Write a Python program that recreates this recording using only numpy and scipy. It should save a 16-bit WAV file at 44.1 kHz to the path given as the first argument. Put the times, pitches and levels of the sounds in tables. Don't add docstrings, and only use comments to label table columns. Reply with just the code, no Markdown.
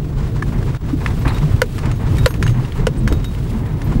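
import sys
import numpy as np
from scipy import signal
from scipy.fft import rfft, irfft
from scipy.io import wavfile

SR = 44100
rng = np.random.default_rng(int(sys.argv[2]) if len(sys.argv) > 2 else 0)


def wav_out(sig):
    wavfile.write(sys.argv[1], SR, np.round(np.clip(np.atleast_2d(sig).T, -1, 1) * 32767).astype(np.int16))


N = 176400
T = np.arange(N) / SR
HIT_T = T[:SR // 4]


def from_db(db):
    return 10 ** (np.asarray(db) / 20)


def unit_rms(x):
    return x / np.sqrt(np.mean(x ** 2) + 1e-20)


def in_time(rows):
    times, *columns = np.transpose(rows)
    return [np.interp(T, times, column) for column in columns]


def drift(corner_hz, step=40):
    pole = np.exp(-2 * np.pi * corner_hz * step / SR)
    white = rng.standard_normal(N // step + 2002)
    slow = signal.lfilter([1], [1, -2 * pole, pole * pole], white)[2000:]
    return np.interp(np.arange(N) / step, np.arange(len(slow)), unit_rms(slow))


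def noise(spectrum, size=N):
    hz, db = np.transpose(spectrum)
    f = np.arange(size // 2 + 1) * SR / size + 1e-3
    colour = from_db(np.interp(np.log(f), np.log(hz), db))
    skirts = np.minimum(1, np.minimum(f / hz[0], hz[-1] / f)) ** 4
    return unit_rms(irfft(rfft(rng.standard_normal(size)) * colour * skirts, size))


def decay(t60, hold_s=0):
    return np.exp(-np.log(1000) * np.maximum(HIT_T - hold_s, 0) / t60)


def rise(seconds):
    return np.minimum(HIT_T / seconds, 1)


def struck(modes):
    return sum(from_db(db) * decay(t60) * np.sin(2 * np.pi * hz * HIT_T) for hz, db, t60 in modes)


def add(out, start, sound):
    i = int(start * SR)
    out[i:i + len(sound)] += sound[:max(N - i, 0)]


# frequency in Hz, relative spectral density in dB.
RUMBLE_SPECTRUM = [(11, -67), (18, -4.5), (38, 3), (70, -1), (134, 1), (154, -1), (188, -10.5), (225, -10),
                   (255, -12.5), (456, -20.5), (531, -26.5), (700, -29.5), (910, -39.5), (1540, -120)]
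# time in seconds, level in dB before its swings are narrowed.
RUMBLE_CONTOUR = [(0.0, -23), (0.7, -13), (0.81, -29.5), (0.83, -20.5), (1.55, -14.5), (1.66, -23.5),
                  (1.8, -21.5), (1.88, -11.5), (1.96, -22), (2.17, -10), (2.26, -14.5), (2.28, -27.5),
                  (2.39, -12.5), (2.76, -25), (2.81, -11), (2.94, -21), (3.12, -6), (3.24, -24),
                  (3.62, -16.5), (3.66, -22.5), (4.0, -9)]

def rumble(swing_share=0.57, gain_db=0.5):
    contour_db, = in_time(RUMBLE_CONTOUR)
    mean_db = contour_db.mean()
    return noise(RUMBLE_SPECTRUM) * from_db(gain_db + mean_db + swing_share * (contour_db - mean_db))


# start in seconds, peak level in dB, pitch in Hz, length in seconds.
TRACK_BUMPS = [(0.93, -9, 276, 0.02), (1.258, -9.5, 102, 0.017), (1.261, -12.5, 287, 0.013),
               (1.409, -9.5, 149.5, 0.068), (1.498, -13.5, 98.7, 0.061), (2.165, -19, 139, 0.025),
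               (2.247, -2.5, 78, 0.013), (2.25, -22, 285, 0.021), (2.44, -12, 116.6, 0.11),
               (2.573, -13, 126, 0.055), (2.779, -25, 408, 0.026), (2.998, -17.5, 218, 0.084),
               (3.107, -20, 129, 0.026), (3.111, -18.5, 464, 0.018), (3.113, -14.5, 282, 0.019),
               (3.117, -27, 610, 0.026), (3.126, -24, 367, 0.022), (3.538, -16.5, 215, 0.048),
               (3.872, -19.5, 219, 0.061), (3.944, -15, 238, 0.026)]

def bumps():
    out = np.zeros(N)
    for start, peak_db, hz, length in TRACK_BUMPS:
        t = T[:int(length * SR)]
        add(out, start, from_db(peak_db) * np.sin(np.pi * t / length) * np.sin(2 * np.pi * hz * t))
    return out


# frequency in Hz, relative level in dB, T60 in seconds.
PANEL_MODES = [(973, -19, 0.058), (1210, -28, 0.02), (1486, -1, 0.027), (1675, -12.5, .026),
               (1997, -17.5, 0.042), (2670, -22, 0.014), (2860, -14, 0.028), (4290, -11.5, .013),
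               (5680, -28, 0.02), (7660, -19, 0.029), (9800, -15, 0.0066)]
# start in seconds, gain in dB, initial boom pitch in Hz,
# relative crack gain in dB, tilt of the modes in dB per octave.
PANEL_KNOCKS = [(1.6180, -2, 571, -5.5, -1), (2.2603, -1.5, 584, -2.5, 0), (2.8690, -8, 546, -5, -1.5)]

def knocks(scatter_db=1.5, boom_db=1, crack_trim_db=-4):
    out = np.zeros(N)
    lowest_hz = PANEL_MODES[0][0]
    for start, db, boom_hz, crack_db, tilt in PANEL_KNOCKS:
        hollow = from_db(boom_db) * boom(boom_hz)
        modes = [(hz, mode_db + tilt * np.log2(hz / lowest_hz) + scatter_db * rng.standard_normal(), t60)
                 for hz, mode_db, t60 in PANEL_MODES]
        snap = from_db(crack_db + crack_trim_db) * crack()
        add(out, start, from_db(db) * (hollow + struck(modes) + snap))
    return out


def boom(hz, sag_share=0.33, sag_s=0.014, roughness=0.12):
    pitch = hz * (1 - sag_share * (1 - np.exp(-HIT_T / sag_s)))
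    body = decay(0.028, hold_s=0.0067)
    tail = from_db(-24) * decay(0.028, hold_s=0.026)
    flutter = 1 + roughness * drift(160)[:len(HIT_T)]
    return rise(0.003) * np.maximum(body, tail) * flutter * np.sin(2 * np.pi * np.cumsum(pitch) / SR)


# frequency in Hz, relative spectral density in dB.
CRACK_SPECTRUM = [(400, -12.5), (1200, 7.5), (2800, 1), (3700, -3.5), (4800, -3.5), (6500, -8),
                  (8200, -8.5), (10500, -13), (12500, -19), (16000, -29)]

def crack(tail_db=-6.5):
    return noise(CRACK_SPECTRUM, size=len(HIT_T)) * (decay(0.012) + from_db(tail_db) * decay(0.066))


# time in seconds, base spray level in dB, base hiss level in dB.
TYRE_LEVELS = [(0, -45.5, -53.5), (.15, -42.5, -55), (.4, -40, -52), (.55, -39.5, -48.5), (.78, -39.5, -54),
               (.95, -42, -51.5), (1.06, -35.5, -49.5), (1.17, -39, -46), (1.3, -36.5, -46),
               (1.46, -35.5, -47), (1.6, -40, -46), (1.66, -42.5, -52.5), (1.76, -41.5, -45),
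               (1.87, -35.5, -55), (1.96, -44, -50), (2.05, -40.5, -51), (2.22, -37, -45), (2.36, -40, -55),
               (2.5, -43.5, -50), (2.7, -39, -51), (2.95, -41.5, -55.5), (3.1, -39.5, -54.5),
               (3.33, -42.5, -50), (3.62, -48.5, -49), (3.75, -44, -51.5), (4, -39, -52.5)]
# frequency in Hz, relative spectral density in dB.
SPRAY_SPECTRUM = [(400, 6), (650, -4.5), (950, 4.5), (1400, -0.5), (2000, -4), (3000, -10.5), (4500, -13.5),
                  (8000, -19.5)]
HISS_SPECTRUM = [(1500, -8), (2800, 5), (4200, 0), (6000, -4), (8000, -4), (10500, -6), (13000, -7.5),
                 (16000, -10)]

def tyres(spray_trim_db=-0.5, hiss_trim_db=1, grit_db=-11.5, flutter_db=3.0, flicker_db=2.5):
    spray_db, hiss_db = in_time(TYRE_LEVELS)
    spray = noise(SPRAY_SPECTRUM) * from_db(spray_db + spray_trim_db + flutter_db * drift(22.6))
    hiss = noise(HISS_SPECTRUM) * from_db(hiss_db + hiss_trim_db + flicker_db * drift(24.0))
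    return spray + hiss + grit() * from_db(spray_db + grit_db)


def grit(grains_per_s=390, spread_db=2.5, ring_cycles=7):
    sizes = from_db(spread_db * np.minimum(rng.exponential(1, N), 5))
    signs = rng.choice([-1, 1], N)
    impacts = sizes * signs * (rng.random(N) < grains_per_s / SR)
    pitches = np.geomspace(800, 5000, 16)
    pitch_index = rng.integers(0, len(pitches), N)
    out = np.zeros(N)
    for k, hz in enumerate(pitches):
        ring = struck([(hz, 0, ring_cycles / hz)]) / np.sqrt(hz)
        out += signal.fftconvolve(impacts * (pitch_index == k), ring)[:N]
    return unit_rms(out)


# start in seconds, length before the release in seconds, gain in dB.
PUDDLE_SURGES = [(.52, 0.043, -31.5), (1.006, 0.032, -31), (1.082, 0.032, -32), (1.249, 0.076, -22.5),
                 (1.517, 0.025, -34), (1.83, 0.081, -29), (1.993, 0.062, -31.5), (2.122, 0.11, -36),
                 (2.338, 0.013, -32.5), (2.543, 0.068, -32), (2.756, 0.087, -33.5), (3.11, 0.015, -30),
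                 (3.514, 0.37, -38), (3.91, 0.036, -37)]
# frequency in Hz, relative spectral density in dB.
SURGE_SPECTRUM = [(450, -5), (700, 5), (950, 9), (1400, -0.5), (2000, -1.5), (2800, -10), (4200, -22.5),
                  (8000, -45)]

def surges(attack_s=0.0035, release_s=0.018, flutter_db=1.5):
    envelope = np.zeros(N)
    for start, length, db in PUDDLE_SURGES:
        corners = [start, start + attack_s, start + length, start + length + release_s]
        envelope += from_db(db) * np.interp(T, corners, [0, 0.73, 0.44, 0.0077])
    return envelope * unit_rms(noise(SURGE_SPECTRUM) * from_db(flutter_db * drift(111)))


# frequency as a multiple of the pitch, relative level in dB.
TRIM_MODES = [(.7, -9), (1.002, -5), (1.37, -17.5)]
# start in seconds, ring gain in dB, pitch in Hz, hold in seconds,
# crack gain in dB.
TRIM_TICKS = [(0.4233, -13, 1694, 0.0054, -27), (0.425, -19.5, 1110, 0.0038, -33),
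              (0.627, -29.5, 1600, 0.0068, -33), (0.663, -33, 1180, 0.002, -53),
              (0.748, -23, 1760, 0.0017, -33), (1.0614, -5.5, 1900, 0.0014, -25.5),
              (1.063, -12.5, 2450, 0.0019, -44), (1.256, -14.5, 1650, 0.0031, -33),
              (1.278, -23.5, 2460, 0.0078, -24), (1.344, -49, 1600, .003, -27.5),
              (1.382, -45, 1980, .003, -27), (1.562, -28, 1180, 0.0036, -36),
              (1.781, -26.5, 1790, 0.0025, -26), (1.7874, -32, 1700, 0.0052, -25),
              (1.856, -30, 1560, 0.0022, -25), (1.914, -47, 1590, .003, -25), (2.168, -30, 2360, .003, -27),
              (2.183, -30, 1850, 0.0046, -21), (2.306, -25, 1510, 0.0042, -28.5),
              (2.34, -27, 2650, .003, -29), (2.426, -11.5, 1810, 0.0023, -15.5),
              (2.465, -13, 1600, 0.0023, -22), (2.477, -19.5, 2840, 0.0045, -23),
              (2.494, -35, 1660, .003, -26), (2.649, -27.5, 2780, 0.0037, -43),
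              (2.7213, -22.5, 3220, 0.0013, -30.5), (2.794, -28, 1900, 0.0028, -42),
              (3.076, -11, 1570, 0.0031, -18.5), (3.124, -36, 1680, 0.0026, -21),
              (3.201, -62, 1800, .003, -37.5), (3.2427, -29, 3030, 0.0032, -24.5),
              (3.349, -27, 2860, 0.0016, -49), (3.817, -21, 1650, 0.00085, -28),
              (3.924, -21, 1033, 0.0058, -43)]

def ticks(t60=0.003):
    out = np.zeros(N)
    for start, ring_db, hz, hold_s, crack_db in TRIM_TICKS:
        tone = sum(from_db(mode_db) * np.sin(2 * np.pi * (hz * ratio * HIT_T + rng.random()))
                   for ratio, mode_db in TRIM_MODES)
        ring = from_db(ring_db) * tone * rise(0.00014) * decay(t60, hold_s)
        snap = from_db(crack_db) * rise(0.0017) * crack()
        add(out, start, ring + snap)
    return out


METAL_MODES = {"a": [(3774, 0, .24), (12120, -8.5, .14)], "b": [(6470, 0, .33)], "c": [(9934, 0, .28)],
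               "d": [(8803, -4, .14), (12750, 0, .19)], "e": [(13980, 0, .09)]}
# start in seconds, piece touched, gain in dB.
METAL_TOUCHES = [(.628, "a", -60), (.748, "a", -48), (1.192, "e", -40), (1.345, "a", -36),
                 (1.618, "e", -37), (1.916, "b", -51), (2.138, "e", -49), (2.183, "a", -33),
                 (2.241, "a", -43), (2.279, "b", -44), (2.279, "c", -42), (2.279, "d", -38),
                 (2.279, "e", -35), (2.297, "d", -42), (2.426, "a", -42), (2.426, "b", -43.5),
                 (2.441, "b", -46), (2.466, "b", -59), (2.478, "c", -55), (2.478, "e", -48),
                 (2.545, "e", -57), (2.869, "e", -59), (3.077, "a", -43), (3.077, "b", -46),
                 (3.077, "e", -49), (3.123, "a", -41), (3.125, "e", -40), (3.246, "a", -34),
                 (3.244, "b", -56), (3.843, "d", -49), (3.843, "e", -38)]

def clinks(shiver_db=-64):
    shiver = signal.fftconvolve(rng.standard_normal(N), struck(METAL_MODES["a"]))[:N]
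    out = from_db(shiver_db) * unit_rms(shiver)
    for piece, modes in METAL_MODES.items():
        for hz, mode_db, t60 in modes:
            swing = np.zeros(N)
            for start, touched, db in METAL_TOUCHES:
                if touched == piece:
                    add(swing, start, from_db(db + mode_db) * rise(0.0012) * decay(t60))
            out += swing * np.sin(2 * np.pi * hz * T)
    return out


# start in seconds, length in seconds, centre frequency in Hz, level in dB.
TRIM_SCRAPES = [(1.27, 0.046, 3970, -35.5), (1.274, 0.025, 9350, -41.5), (2.969, 0.036, 8560, -44)]

def scrapes(half_width=0.075):
    out = np.zeros(N)
    for start, length, hz, db in TRIM_SCRAPES:
        edges_hz = [hz * (1 - half_width), hz * (1 + half_width)]
        band = signal.butter(2, edges_hz, "band", fs=SR, output="sos")
        rub = unit_rms(signal.sosfilt(band, rng.standard_normal(len(HIT_T))))
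        add(out, start, from_db(db) * rub * np.sin(np.pi * np.minimum(HIT_T / length, 1)))
    return out


def cabin(x, t60=0.042, cutoff_hz=7700, gain_db=-20):
    lowpass = signal.butter(2, cutoff_hz, fs=SR, output="sos")
    tail = signal.sosfilt(lowpass, rng.standard_normal(len(HIT_T))) * rise(0.0031) * decay(t60)
    return from_db(gain_db) * signal.fftconvolve(x, tail / np.sqrt(np.sum(tail ** 2)))[:N]


def whine(hz=15657, rms_db=-62):
    return from_db(rms_db) * np.sqrt(2) * np.sin(2 * np.pi * hz * T)


# time in seconds, gain in dB.
LEVEL_DIP = [(.771, 0), (.777, -12), (.801, -12), (.812, -3), (.84, 0)]

def scene():
    rattles = knocks() + ticks() + clinks() + scrapes()
    driving = rumble() + bumps() + tyres() + surges()
    dip_db, = in_time(LEVEL_DIP)
    return ((driving + rattles + cabin(rattles)) * from_db(dip_db) + whine())[None]


def record(dry, threshold_db=-1.5, range_db=4, attack_s=0.0019, release_db_per_s=94, cutoff_hz=16750):
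    over_db = np.clip(20 * np.log10(np.abs(dry[0]) + 1e-9) - threshold_db, 0, range_db)
    held_db = np.maximum.accumulate(over_db + release_db_per_s * T) - release_db_per_s * T
    pole = np.exp(-1 / (attack_s * SR))
    reduction_db = signal.lfilter([1 - pole], [1, -pole], held_db)
    limited = np.clip(dry * from_db(-reduction_db), -1, 1)
    return signal.sosfiltfilt(signal.cheby2(16, 50, cutoff_hz, fs=SR, output="sos"), limited)


dry = scene()
out = record(dry)
wav_out(out)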